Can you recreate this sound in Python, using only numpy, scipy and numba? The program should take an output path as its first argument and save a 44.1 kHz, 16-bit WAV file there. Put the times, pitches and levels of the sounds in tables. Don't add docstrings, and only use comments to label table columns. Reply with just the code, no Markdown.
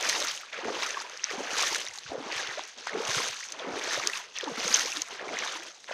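import sys
import numpy as np
from scipy import signal
from scipy.fft import rfft, irfft
from scipy.io import wavfile
from scipy.ndimage import uniform_filter1d, map_coordinates
from numba import njit

SR = 44100
rng = np.random.default_rng(int(sys.argv[2]) if len(sys.argv) > 2 else 0)


def to_linear_factor(level_db):
    exponent = np.asarray(level_db, float) / 20
    return 10 ** exponent


def waveform_to_disk(signal):
    frames = np.transpose(np.atleast_2d(signal))
    scaled = np.clip(frames, -1, 1) * 32767
    samples = np.round(scaled).astype(np.int16)
    wavfile.write(sys.argv[1], SR, samples)


N = 261513


def shape(points, hz):
    f, db = np.transpose(points)
    return to_linear_factor(np.interp(np.log(np.maximum(hz, 1)), np.log(f), db))


def hiss(points):
    x = irfft(rfft(rng.standard_normal(N)) * shape(points, np.fft.rfftfreq(N, 1 / SR)), N)
    return x / np.std(x)


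def walk(rate_hz):
    hold = int(SR / rate_hz)
    steps = np.repeat(rng.standard_normal(N // 40), hold)[:N]
    return uniform_filter1d(uniform_filter1d(steps, hold), hold // 2)


def at(curve, when):
    return curve[(when * N).astype(int)]


# freq_hz, level_db
CAPSULE_COLOUR = [(30, -16.5), (150, -8.5), (400, -3), (1900, 5.5), (4500, 2), (5600, 2.5), (6350, 5.5),
                  (7000, -4), (8000, -11), (11000, -17.5), (15500, -22), (20000, -21)]


def capsule(x):
    cep = irfft(np.log(shape(CAPSULE_COLOUR, np.fft.rfftfreq(2048, 1 / SR))))
    cep[1:1024] *= 2
    cep[1025:] = 0
    return signal.fftconvolve(x, irfft(np.exp(rfft(cep)))[:512])[:N]


@njit
def ring(n, start, hz, cycles, rise, size, swell):
    out = np.zeros(n)
    for e in range(len(start)):
        tau = cycles[e] * SR / hz[e] / 4
        step, glide, phase = 2 * np.pi * hz[e] / SR, 2 ** (rise[e] / (4 * tau)), 0.
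        for i in range(min(int(8 * tau), n - start[e])):
            u = i / tau
            out[start[e] + i] += size[e] * u ** swell * np.exp(1.5 * (1 - u)) * np.sin(phase)
            phase += step
            step = min(step * glide, 2.8)
    return out


def bubbles(s, hz, cycles, rise_oct, size, swell=1.5):
    rise_oct = rise_oct + 0 * s
    cycles = np.maximum(cycles, .5) + 0 * s
    start = (s * SR).astype(np.int64)
    return ring(N, start, hz * 2 ** (-rise_oct / 4), cycles, rise_oct, size, max(1. * swell, .1))


def lone_bubbles(s, db, hz, cycles, rise_oct):
    return bubbles(s, hz, cycles, rise_oct, to_linear_factor(db) / shape(CAPSULE_COLOUR, hz))


def slaps(s, db, decay_s, colour):
    strike, u = np.zeros(N), np.arange(500) / (decay_s * SR)
    strike[(s * SR).astype(int)] = to_linear_factor(db)
    return np.convolve(strike, u * np.exp(1 - u))[:N] * hiss(colour)


def tent(t, start, end, db, rise, fall):
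    t = t[:, None]
    return np.sum(to_linear_factor(db - rise * np.maximum(start - t, 0) - fall * np.maximum(t - end, 0)) ** 2, axis=1)


HOLLOW_RISE_DB_S, HOLLOW_FALL_DB_S, WAKE_FALL_DB_S = 456, 185, 217
# start_s, end_s, level_db, sag_db_per_s
WAKE_ROLLS = [
    (0.0, 0.234, -43.5, -2),
    (0.74, 1.127, -42.5, 38),
    (1.388, 1.82, -41, 16.5),
    (2.26, 2.58, -42.5, 27),
    (2.98, 3.269, -41.5, 4),
    (3.717, 4.06, -43, 2.5),
    (4.48, 4.85, -42.5, -1),
    (5.208, 5.65, -43.5, 20),
]


def wakes(t):
    start, end, db, sag = np.transpose(WAKE_ROLLS)
    return tent(t, start, end, db - sag * (t[:, None] - start), HOLLOW_RISE_DB_S, WAKE_FALL_DB_S)


SPRAY_DB, SPRAY_PER_MIST = 8, 0.41
STEEPNESS_RATIO = (0.98, 1.12, 1.11)
CREST_HOLD_S = (0.026, 0.057, 0.03)
# crest_s, level_db, mist_share_db, rise_db_per_s, fall_db_per_s
WAVE_CRESTS = [
    (0.101, -31.5, -12.5, 108, 57.5),
    (0.849, -34.5, -18, 80, 58),
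    (1.64, -32.5, -12, 67, 65),
    (2.375, -32.5, -22, 109, 90),
    (3.17, -31.5, -11.5, 87, 72),
    (3.928, -32, -20, 75, 76),
    (4.76, -33.5, -6, 78, 87),
    (5.454, -33, -20, 98, 100),
]


def waves(t):
    crest, db, mist_db, rise, fall = np.transpose(WAVE_CRESTS)
    shares = (0, SPRAY_DB + SPRAY_PER_MIST * mist_db, mist_db)
    return [tent(t, crest - hold / 2, crest + hold / 2, db + share, rise * steep, fall * steep)
            for share, steep, hold in zip(shares, STEEPNESS_RATIO, CREST_HOLD_S)]


RUNOFF_RISE_DB_S, RUNOFF_FALL_DB_S = 231, 265
# start_s, end_s, level_db, spray_share_db, mist_share_db
LEG_RUNOFF = [(0.187, 0.335, -47.5, 9, -4), (0.438, 0.45, -48, -12, -18), (0.945, 1.214, -47.5, -7, -16.5),
              (1.477, 1.566, -38.5, -13, -20), (1.73, 1.832, -47.5, 8.5, -6.5), (1.91, 1.99, -50, -18, -12),
              (2.034, 2.078, -55.5, 10, -13), (2.512, 2.604, -42, 2, -18.5), (2.632, 2.686, -48, -1, -17.5),
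              (2.797, 2.874, -52, 8.5, -14.5), (3.244, 3.352, -49.5, -1, -9), (3.385, 3.456, -55.5, 11, -2),
              (3.503, 3.583, -52.5, 4, -14), (3.82, 3.857, -39, -4, -17), (4.008, 4.15, -44.5, 3.5, -10),
              (4.134, 4.194, -40, -2, -17), (4.44, 4.56, -41.5, -16, -34), (4.592, 4.667, -38.5, 5.5, -21),
              (4.887, 5.016, -42.5, 2, -14.5), (5.08, 5.08, -41, -10, -21), (5.166, 5.29, -44.5, -4, -37),
              (5.507, 5.705, -47.5, -4, -16.5)]


def runoff(t):
    start, end, db, spray_db, mist_db = np.transpose(LEG_RUNOFF)
    return [tent(t, start, end, db + share, RUNOFF_RISE_DB_S, RUNOFF_FALL_DB_S)
            for share in (0, spray_db, mist_db)]


PLUNGE_RISE_DB_S, PLUNGE_FALL_DB_S = 1500, 68
# start_s, level_db, spray_share_db, mist_share_db
LEG_PLUNGES = [
    (0.531, -36.5, -2.5, -26.5),
    (1.237, -36.5, 1, -25),
    (1.303, -38.5, -1.5, -22),
    (2.07, -48.5, 3.5, -32),
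    (2.87, -36, -5.5, -32),
    (3.59, -41.5, -3, -41),
    (4.358, -41.5, 7, -32),
    (5.11, -48, 6.5, -13),
    (5.883, -38.5, -6, -25),
    (5.915, -41.5, 3.5, -35),
]


def plunges(t):
    start, db, spray_db, mist_db = np.transpose(LEG_PLUNGES)
    return [tent(t, start, start, db + share, PLUNGE_RISE_DB_S, PLUNGE_FALL_DB_S * steep)
            for share, steep in zip((0, spray_db, mist_db), STEEPNESS_RATIO)]


# opens_s, level_db, length_s
LEG_HOLLOWS = [(0.56, -49, 0.043), (0.662, -37, 0.029), (1.332, -43, 0.048), (2.128, -39.5, 0.061),
               (2.93, -37.5, 0.033), (3.514, -50, 0.091), (3.64, -41, 0.091), (4.444, -43.5, 0.032),
               (4.95, -48, 0.014), (5.106, -50, 0.013), (2.772, -55, 0.044), (5.255, -44.5, 0.18),
               (5.925, -52, .1)]


def hollows(t):
    opens, db, length = np.transpose(LEG_HOLLOWS)
    return tent(t, opens, opens + length, db, HOLLOW_RISE_DB_S, HOLLOW_FALL_DB_S)


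# hollow_db, churn_db, spray_db, mist_db
STILL_DB = (-62.5, -102.5, -53, -68)


def stirring(t):
    ms = np.arange(0, t[-1] + .01, .001)
    power = [hollows(ms) + wakes(ms)]
    power += [sum(parts) for parts in zip(plunges(ms), waves(ms), runoff(ms))]
    return np.array([np.interp(t, ms, 10 * np.log10(p + to_linear_factor(still) ** 2)) for p, still in zip(power, STILL_DB)])


HEAVE_SHARE = (0.89, 0.63, 0.8, 0.84)


def heaving(t):
    surge_db = 0.43 * walk(32) + 2.08 * walk(70)
    calm_db = stirring(t)
    stir_db = np.array([db + share * surge_db + 1.2 * walk(30) for db, share in zip(calm_db, HEAVE_SHARE)])
    ebb_db = 110 * t
    return np.maximum.accumulate(stir_db + ebb_db - calm_db, axis=1) - ebb_db + calm_db - 0.8


# pitch_hz, bubbles_db, hiss_db
SIZE_CLASSES = [
    (446, 0.5, -4),
    (1570, -10, -13),
    (3720, -8.5, -13),
    (8700, 11, 3.5),
]


def birth_levels(tone, when, stir_db):
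    hz, crowd_db, _ = np.transpose(SIZE_CLASSES)
    place = np.interp(np.log(tone), np.log(hz), np.arange(4))
    birth_db = map_coordinates(stir_db + crowd_db[:, None], [place, when * (N - 1)], order=1)
    hollow_db = at(np.minimum(stir_db[0] - np.maximum(stir_db[1], -46), 4), when)
    birth_db = birth_db + 0.75 * hollow_db * np.maximum(np.log2(hz[0] / tone), 0)
    thin_db = at(np.minimum(stir_db[3] + 54, 0), when)
    birth_db = birth_db + 2.2 * thin_db * np.maximum(np.log2(tone / hz[-1]), 0)
    clouds = rng.standard_normal((24, 240))
    return birth_db + 3.0 * map_coordinates(clouds, [np.log2(tone / 150) * 3, when * 239], order=1)


def swarm(stir_db, births_per_s, cycles, scatter_db):
    when, pitch, life, climb, big = rng.random((60000, 5))[:int(births_per_s * N / SR)].T
    tone = 160 + 15300 * pitch ** 1.15
    db = birth_levels(tone, when, stir_db) + scatter_db * np.minimum(-np.log(1 - big), 4.0)
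    size = to_linear_factor(db) * np.minimum(tone / 360, 1) ** 2.26
    cycles = cycles * np.minimum(tone / 900, 1) ** 0.05 * (0.74 + 2.73 * life ** 3)
    crowd = np.array([when * N / SR, tone, cycles, 0.69 * climb ** 1.34, size])
    deep = tone < 1000
    water = bubbles(*crowd[:, deep], swell=1.18) + bubbles(*crowd[:, ~deep], swell=0.41)
    hz, _, hiss_db = np.transpose(SIZE_CLASSES)
    for k, (lo, hi) in enumerate(zip([240, *hz[:-1]], [*hz[1:], 20000])):
        band = [(lo / 2, -70), (lo, -16), (hz[k], 0), (hi, -16), (hi * 2, -70)]
        water = water + to_linear_factor(stir_db[k] + hiss_db[k]) * hiss(band)
    return water


def rumble(hollow_db):
    low = hiss([(20, -18), (45, -3), (100, -2.0), (190, 1.0), (260, -3.0), (400, -59)])
    return low * to_linear_factor(0.53 * uniform_filter1d(hollow_db, 3000) - 39.5 + 5.5 * walk(36))


OUTDOORS_DB = -76
# freq_hz, density_db_per_hz
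OUTDOOR_COLOUR = [(18, -59), (30, -5), (170, -28), (632, 45), (1860, -4), (5170, -11), (6210, -18),
                  (8080, -29), (14800, -70), (16000, -59)]


def outdoors():
    return hiss(OUTDOOR_COLOUR) * to_linear_factor(OUTDOORS_DB)


# start_s, peak_db, brightness_db
SPRAY_TICKS = [(0.0094, -32.5, -17), (0.0374, -41, -13), (0.0781, -43, -20), (0.1264, -39, -16),
               (0.183, -32, -21), (0.2412, -31, -16), (0.248, -28, -13), (0.2704, -33, -19),
               (0.2848, -33, -28), (0.3158, -29, -24), (0.3391, -41, -18), (0.3614, -35, -18),
               (3.524, -38, -30), (0.4105, -50, 1), (0.5043, -55, -26), (3.5203, -35, -25),
               (0.828, -36, -24), (0.863, -35.5, -23), (1.5333, -37, -25), (1.5826, -34, -20),
               (1.6112, -27, -21), (1.7827, -30, -21), (1.804, -32, -19), (1.8501, -36, -19),
               (2.5194, -50, -16), (2.677, -43, -15), (2.8927, -40, -27), (3.078, -32, -20),
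               (3.1526, -40, -23), (3.204, -29, -26), (3.2345, -31, -25), (3.2778, -32.5, -25),
               (3.344, -41, -22), (3.439, -37, -25), (3.503, -40, -20), (3.788, -36, -26),
               (3.931, -34, -18), (3.976, -35, -26), (4.097, -36, -16), (4.3687, -43, -18),
               (4.529, -47, -21), (4.7051, -42, -11), (5.0845, -40, -27), (5.634, -41, -10),
               (5.665, -45, -30)]


def spray(mist_db):
    when, big = rng.random((2, 150))
    haze_db = at(mist_db, when)
    fine_db = haze_db + 0.45 * np.minimum(haze_db + 57, 0) + 9 + 5.3 * np.minimum(-np.log(1 - big), 2.5)
    s, db, bright_db = np.transpose(SPRAY_TICKS)
    tick = slaps(s, db + 3, 0.00095, [(3000, -28), (6000, -1), (9500, 6.5), (13000, -28)])
    edge = slaps(s, db + bright_db + 21, 0.0007, [(8000, -40), (11500, 0), (16000, -3)])
    patter_colour = [(400, -60), (1500, -8), (5000, 2.5), (9000, 10.5), (14000, -6.0)]
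    return tick + edge + slaps(when * N / SR, fine_db, 0.0023, patter_colour)


DROP_CYCLES, DROP_RISE_OCT, SLAP_DECAY_S = 8.5, 0.032, 0.0007
DRIP_SLAP_DB = -28
# start_s, peak_db, pitch_hz, slap_above_8khz_db
SURFACE_DROPS = [(0.0265, -15.5, 6200, -45), (0.0955, -20, 6300, -34.5), (0.2019, -24, 5330, -39),
                 (0.53, -30, 3500, -65), (0.8231, -20, 3820, -56), (0.9067, -18.5, 6200, -56),
                 (1.002, -25, 4900, -63), (1.174, -32, 5300, -55), (1.2415, -11, 5730, -48),
                 (1.605, -20, 5660, -44), (1.6249, -15.5, 6130, -34.5), (1.747, -16, 4880, -40),
                 (1.866, -24, 3800, -61), (1.976, -40, 6040, -51), (1.9857, -26.5, 4130, -55),
                 (2.365, -40, 5000, -46), (2.637, -26.5, 5530, -58), (2.871, -30, 4140, -49.5),
                 (3.4868, -25.5, 5900, -62), (3.5223, -24, 5700, -47), (3.5956, -26.5, 3470, -68),
                 (4.0722, -15, 6840, -33), (4.386, -18.5, 5670, -48), (4.6787, -17, 6500, -44),
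                 (4.727, -15, 4750, -56), (4.7416, -5, 6330, -42), (4.97, -24, 3700, -44),
                 (5.019, -14, 6480, -39), (5.3881, -20, 5800, -46), (5.8424, -37.5, 3840, -64)]
# start_s, peak_db, pitch_hz
MORE_DROPS = [(0.2247, -19.5, 3620), (.312, -23.5, 3200), (0.3755, -28, 3060), (1.6713, -21, 3500),
               (1.815, -26, 3120), (1.874, -28, 6400), (1.885, -26, 5870), (2.323, -26, 4600),
               (2.473, -25.5, 3440), (3.107, -20, 6200), (3.7946, -27, 3850), (3.9934, -29, 3640),
               (4.133, -26, 3780), (4.157, -32, 3720), (4.8606, -28, 4740), (4.919, -22.5, 5660),
               (0.2712, -25, 6160), (0.2837, -22, 5400), (0.7281, -35, 4600), (1.0968, -27.5, 6310),
              (1.5423, -29, 6190), (1.5667, -38, 3750), (3.0513, -25, 6480), (3.1475, -20.5, 3500),
              (3.404, -26.5, 6200), (3.6903, -36, 3920), (3.8228, -34, 3250), (3.8391, -24.5, 6550),
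              (4.172, -32, 3100), (4.354, -44, 3580), (4.369, -36, 5750), (4.4096, -25.5, 3260),
              (4.4414, -25.5, 3620), (4.609, -27, 3800), (4.7146, -31, 6310), (4.768, -14, 6400),
              (4.7578, -12, 6000), (4.794, -13, 6000), (0.834, -21.5, 5300), (5.3417, -37, 3250),
              (5.5976, -33, 3260), (5.6835, -36, 3190)]


def drops():
    light = [(*drip, drip[1] + DRIP_SLAP_DB) for drip in MORE_DROPS]
    s, db, hz, slap_db = np.transpose([*SURFACE_DROPS, *light])
    slap = slaps(s, slap_db + 19, SLAP_DECAY_S, [(400, -56), (1500, -21), (4000, 2.5), (9000, 3), (16000, -5)])
    return slap + lone_bubbles(s, db, hz, DROP_CYCLES, DROP_RISE_OCT)


# start_s, peak_db, pitch_hz, cycles
CHURN_PLOPS = [(0.0325, -22, 2470, 6.3), (0.0638, -27, 1740, 7.1), (0.1263, -22.5, 1840, 16),
               (0.247, -26.5, 1330, 7.5), (0.4324, -36, 1280, 8.9), (0.5426, -28.5, 1480, 6.1),
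               (0.9443, -28.5, 1690, 14), (0.9694, -25, 1090, 15), (1.195, -30.5, 2720, 8.2),
               (1.2366, -26, 1880, 5.5), (1.294, -30.5, 1820, 14), (1.6327, -20, 1190, 5.2),
               (1.7466, -18, 2270, 2.5), (1.7579, -20.5, 1610, 5.8), (2.0632, -34.5, 1490, 7.5),
               (2.594, -24, 920, 2.8), (2.8704, -26.5, 1420, 5.6), (2.8938, -24.5, 1800, 8),
               (2.9322, -27.5, 2130, 10), (3.1802, -23, 1360, 9), (4.0365, -23.5, 2230, 9),
               (4.0717, -28, 2510, 16), (4.0975, -25, 1900, 10), (4.134, -22.5, 2640, 14),
               (4.376, -25.5, 2680, 9.1), (4.9255, -24.5, 2640, 12), (5.29, -28.5, 2230, 10),
               (5.3697, -21.5, 2070, 8.2), (5.4221, -23.5, 2200, 11), (5.8426, -35, 1870, 2.9)]


def plops():
    return lone_bubbles(*np.transpose(CHURN_PLOPS), rise_oct=0.033)


# start_s, peak_db, pitch_hz, cycles
GURGLE_BLIPS = [(0.099, -20, 1910, 11), (0.166, -25, 930, 8.1), (0.518, -36, 1740, 7),
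                (0.682, -19.5, 740, 6.7), (0.999, -26, 1630, 8.4), (1.008, -27.5, 884, 8.7),
                (1.018, -28, 1280, 9.5), (1.311, -17.5, 2180, 6.3), (1.454, -27, 1250, 7),
                (1.472, -22, 1660, 6), (1.554, -21, 1210, 8.5), (1.605, -20, 2340, 8.1),
                (1.797, -21, 3000, 7), (1.873, -21, 2070, 7), (1.91, -28, 1990, 9.7),
                (1.95, -34, 1010, 5.6), (1.976, -35, 814, 8.7), (2.253, -34, 800, 5.4),
                (2.297, -28, 930, 15), (2.345, -32, 1900, 7), (2.473, -24, 2622, 7.9),
                (3.052, -21, 2790, 8.6), (3.113, -18, 1630, 7.6), (3.146, -18.5, 1440, 11),
                (3.407, -25, 1810, 7.7), (3.427, -29, 1960, 7.9), (3.768, -25, 1740, 7),
                (3.864, -21, 1700, 8.8), (3.908, -18, 1810, 8.4), (3.93, -35, 2150, 6.4),
                (4.353, -39, 2570, 5), (4.4, -21.5, 1800, 10), (4.411, -26, 1570, 7),
                (4.575, -22.5, 1340, 8.1), (4.681, -24, 1310, 11), (4.715, -31, 1750, 7),
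                (4.759, -21, 2580, 7), (4.995, -27, 2780, 6.5), (5.195, -22, 1700, 7),
                (5.282, -24, 2250, 8.1), (5.39, -19, 1880, 8.3), (5.462, -29, 900, 8.1),
                (5.558, -25.5, 964, 8.4), (5.889, -35, 880, 13)]


def blips():
    return to_linear_factor(-6.5) * lone_bubbles(*np.transpose(GURGLE_BLIPS), rise_oct=0.078)


# start_s, peak_db, pitch_hz, cycles
LOW_GURGLES = [(0.63, -36, 347, 8.5), (0.744, -37, 487, 3.9), (0.766, -37.5, 404, 5), (3.619, -39, 549, 3),
               (3.645, -31, 413, 2.9), (3.709, -35, 674, 4.2), (3.744, -29.5, 654, 5),
               (4.592, -37, 496, 5.5), (4.645, -34, 594, 5.4), (5.106, -37, 780, 4.3),
               (5.308, -38, 664, 6.3), (5.339, -39, 650, 5), (5.419, -42, 587, 4), (0.215, -31, 562, 11)]


def gurgles():
    return lone_bubbles(*np.transpose(LOW_GURGLES), rise_oct=0.18)


# start_s, peak_db, pitch_hz, cycles
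BIG_GULPS = [(0.534, -37.5, 630, 4.9), (0.587, -29.5, 516, 5.2), (0.652, -29.5, 424, 7.9),
             (0.681, -27, 400, 3.7), (0.703, -23.5, 423, 2.7), (1.31, -32.5, 466, 5.3),
             (1.336, -28.5, 410, 2.9), (1.404, -25.5, 426, 4.7), (1.718, -34.5, 375, 6.1),
             (2.118, -27, 700, 6.6), (2.152, -27, 490, 5.6), (2.178, -30, 464, 3.9), (2.429, -38, 515, 6.9),
             (2.87, -23, 885, 3.1), (2.948, -23.5, 417, 7.4), (2.968, -26.5, 383, 7),
             (3.001, -26.5, 444, 7.8), (3.074, -34, 840, 12), (3.601, -34, 637, 12), (3.682, -33, 540, 3.3),
             (3.769, -27, 414, 2.3), (3.975, -27, 586, 7.7), (4.432, -28, 473, 5.4), (4.474, -28, 880, 14),
             (4.665, -30.5, 488, 10.5), (4.852, -34, 507, 9.2), (5.227, -33, 417, 2.2),
             (5.273, -34, 417, 4.6), (5.891, -37, 560, 4.9), (5.911, -25, 606, 4)]


def gulps():
    return lone_bubbles(*np.transpose(BIG_GULPS), rise_oct=0.014)


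# start_s, peak_db, pitch_hz, cycles
DEEP_SLOSHES = [(0.654, -33, 273, 2.8), (1.378, -34.5, 245, 4.9), (1.528, -39, 286, 3.9),
                (2.118, -34.5, 296, 4.4), (2.767, -55, 240, 7.2), (3.669, -37, 269, 5.1),
                (3.739, -45, 310, 4.6), (4.43, -32, 370, 6), (4.575, -38.5, 238, 7.4), (4.7, -41, 230, 7),
                (4.966, -41.5, 295, 13), (5.269, -42, 310, 4.5), (5.418, -49, 240, 5)]


def sloshes():
    return lone_bubbles(*np.transpose(DEEP_SLOSHES), rise_oct=0.086)


# start_s, peak_db, pitch_hz
BODY_JOLTS = [(.66, -53, 90), (1.89, -61, 110), (1.381, -61, 148), (1.53, -54, 154), (1.708, -56, 151),
              (2.093, -47, 80), (2.179, -46, 150), (2.357, -49.5, 113), (2.485, -51, 129),
              (2.055, -51, 130), (3.087, -39, 120), (3.166, -35, 130), (3.296, -53, 110), (1.915, -64, 80),
              (3.731, -51, 92), (3.979, -47, 131), (4.515, -42, 170), (4.65, -39, 190)]


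def jolts():
    s, db, hz = np.transpose(BODY_JOLTS)
    return lone_bubbles(s, db, hz, cycles=0.023 * hz, rise_oct=0)


# start_s,
# peak_db, pitch_hz, cycles, rise_oct
AIR_BURSTS = [(0.822, -31.5, 1016, 18, 1.03), (1.045, -37.5, 960, 24, 0.23),
              (2.572, -31.5, 560, 11.4, 0.87), (2.392, -31, 1650, 24, 0.18), (7.5, -33.5, 1850, 45, 0.34),
              (3.177, -29, 1170, 11.7, 0.84), (3.429, -36, 2200, 33, 1.4), (4.6, -20, 5200, 7, -0.16),
              (4.744, -4.5, 6400, 17, -0.026), (4.7478, -9, 5600, 5.9, .02), (4.462, -34.5, 299, 23, -0.83)]


def bursts():
    return lone_bubbles(*np.transpose(AIR_BURSTS))


def scene():
    stir_db = heaving(np.arange(N) / SR)
    near = swarm(stir_db, births_per_s=6000, cycles=5.16, scatter_db=2.0)
    near = near + drops() + spray(stir_db[3]) + rumble(stir_db[0])
    near = near + plops() + blips() + gurgles() + gulps() + sloshes() + jolts() + bursts()
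    return (capsule(near) + outdoors())[None]


def low_pass(x):
    return signal.sosfilt(signal.butter(12, 16460, fs=SR, output="sos"), x)


def record(dry):
    edge = [(15450, 0), (15650, -27), (16400, -31), (16550, -70)]
    mix = irfft(rfft(dry) * shape(edge, np.fft.rfftfreq(N, 1 / SR)), N)
    return low_pass(mix)


dry = scene()
out = record(dry)
waveform_to_disk(out)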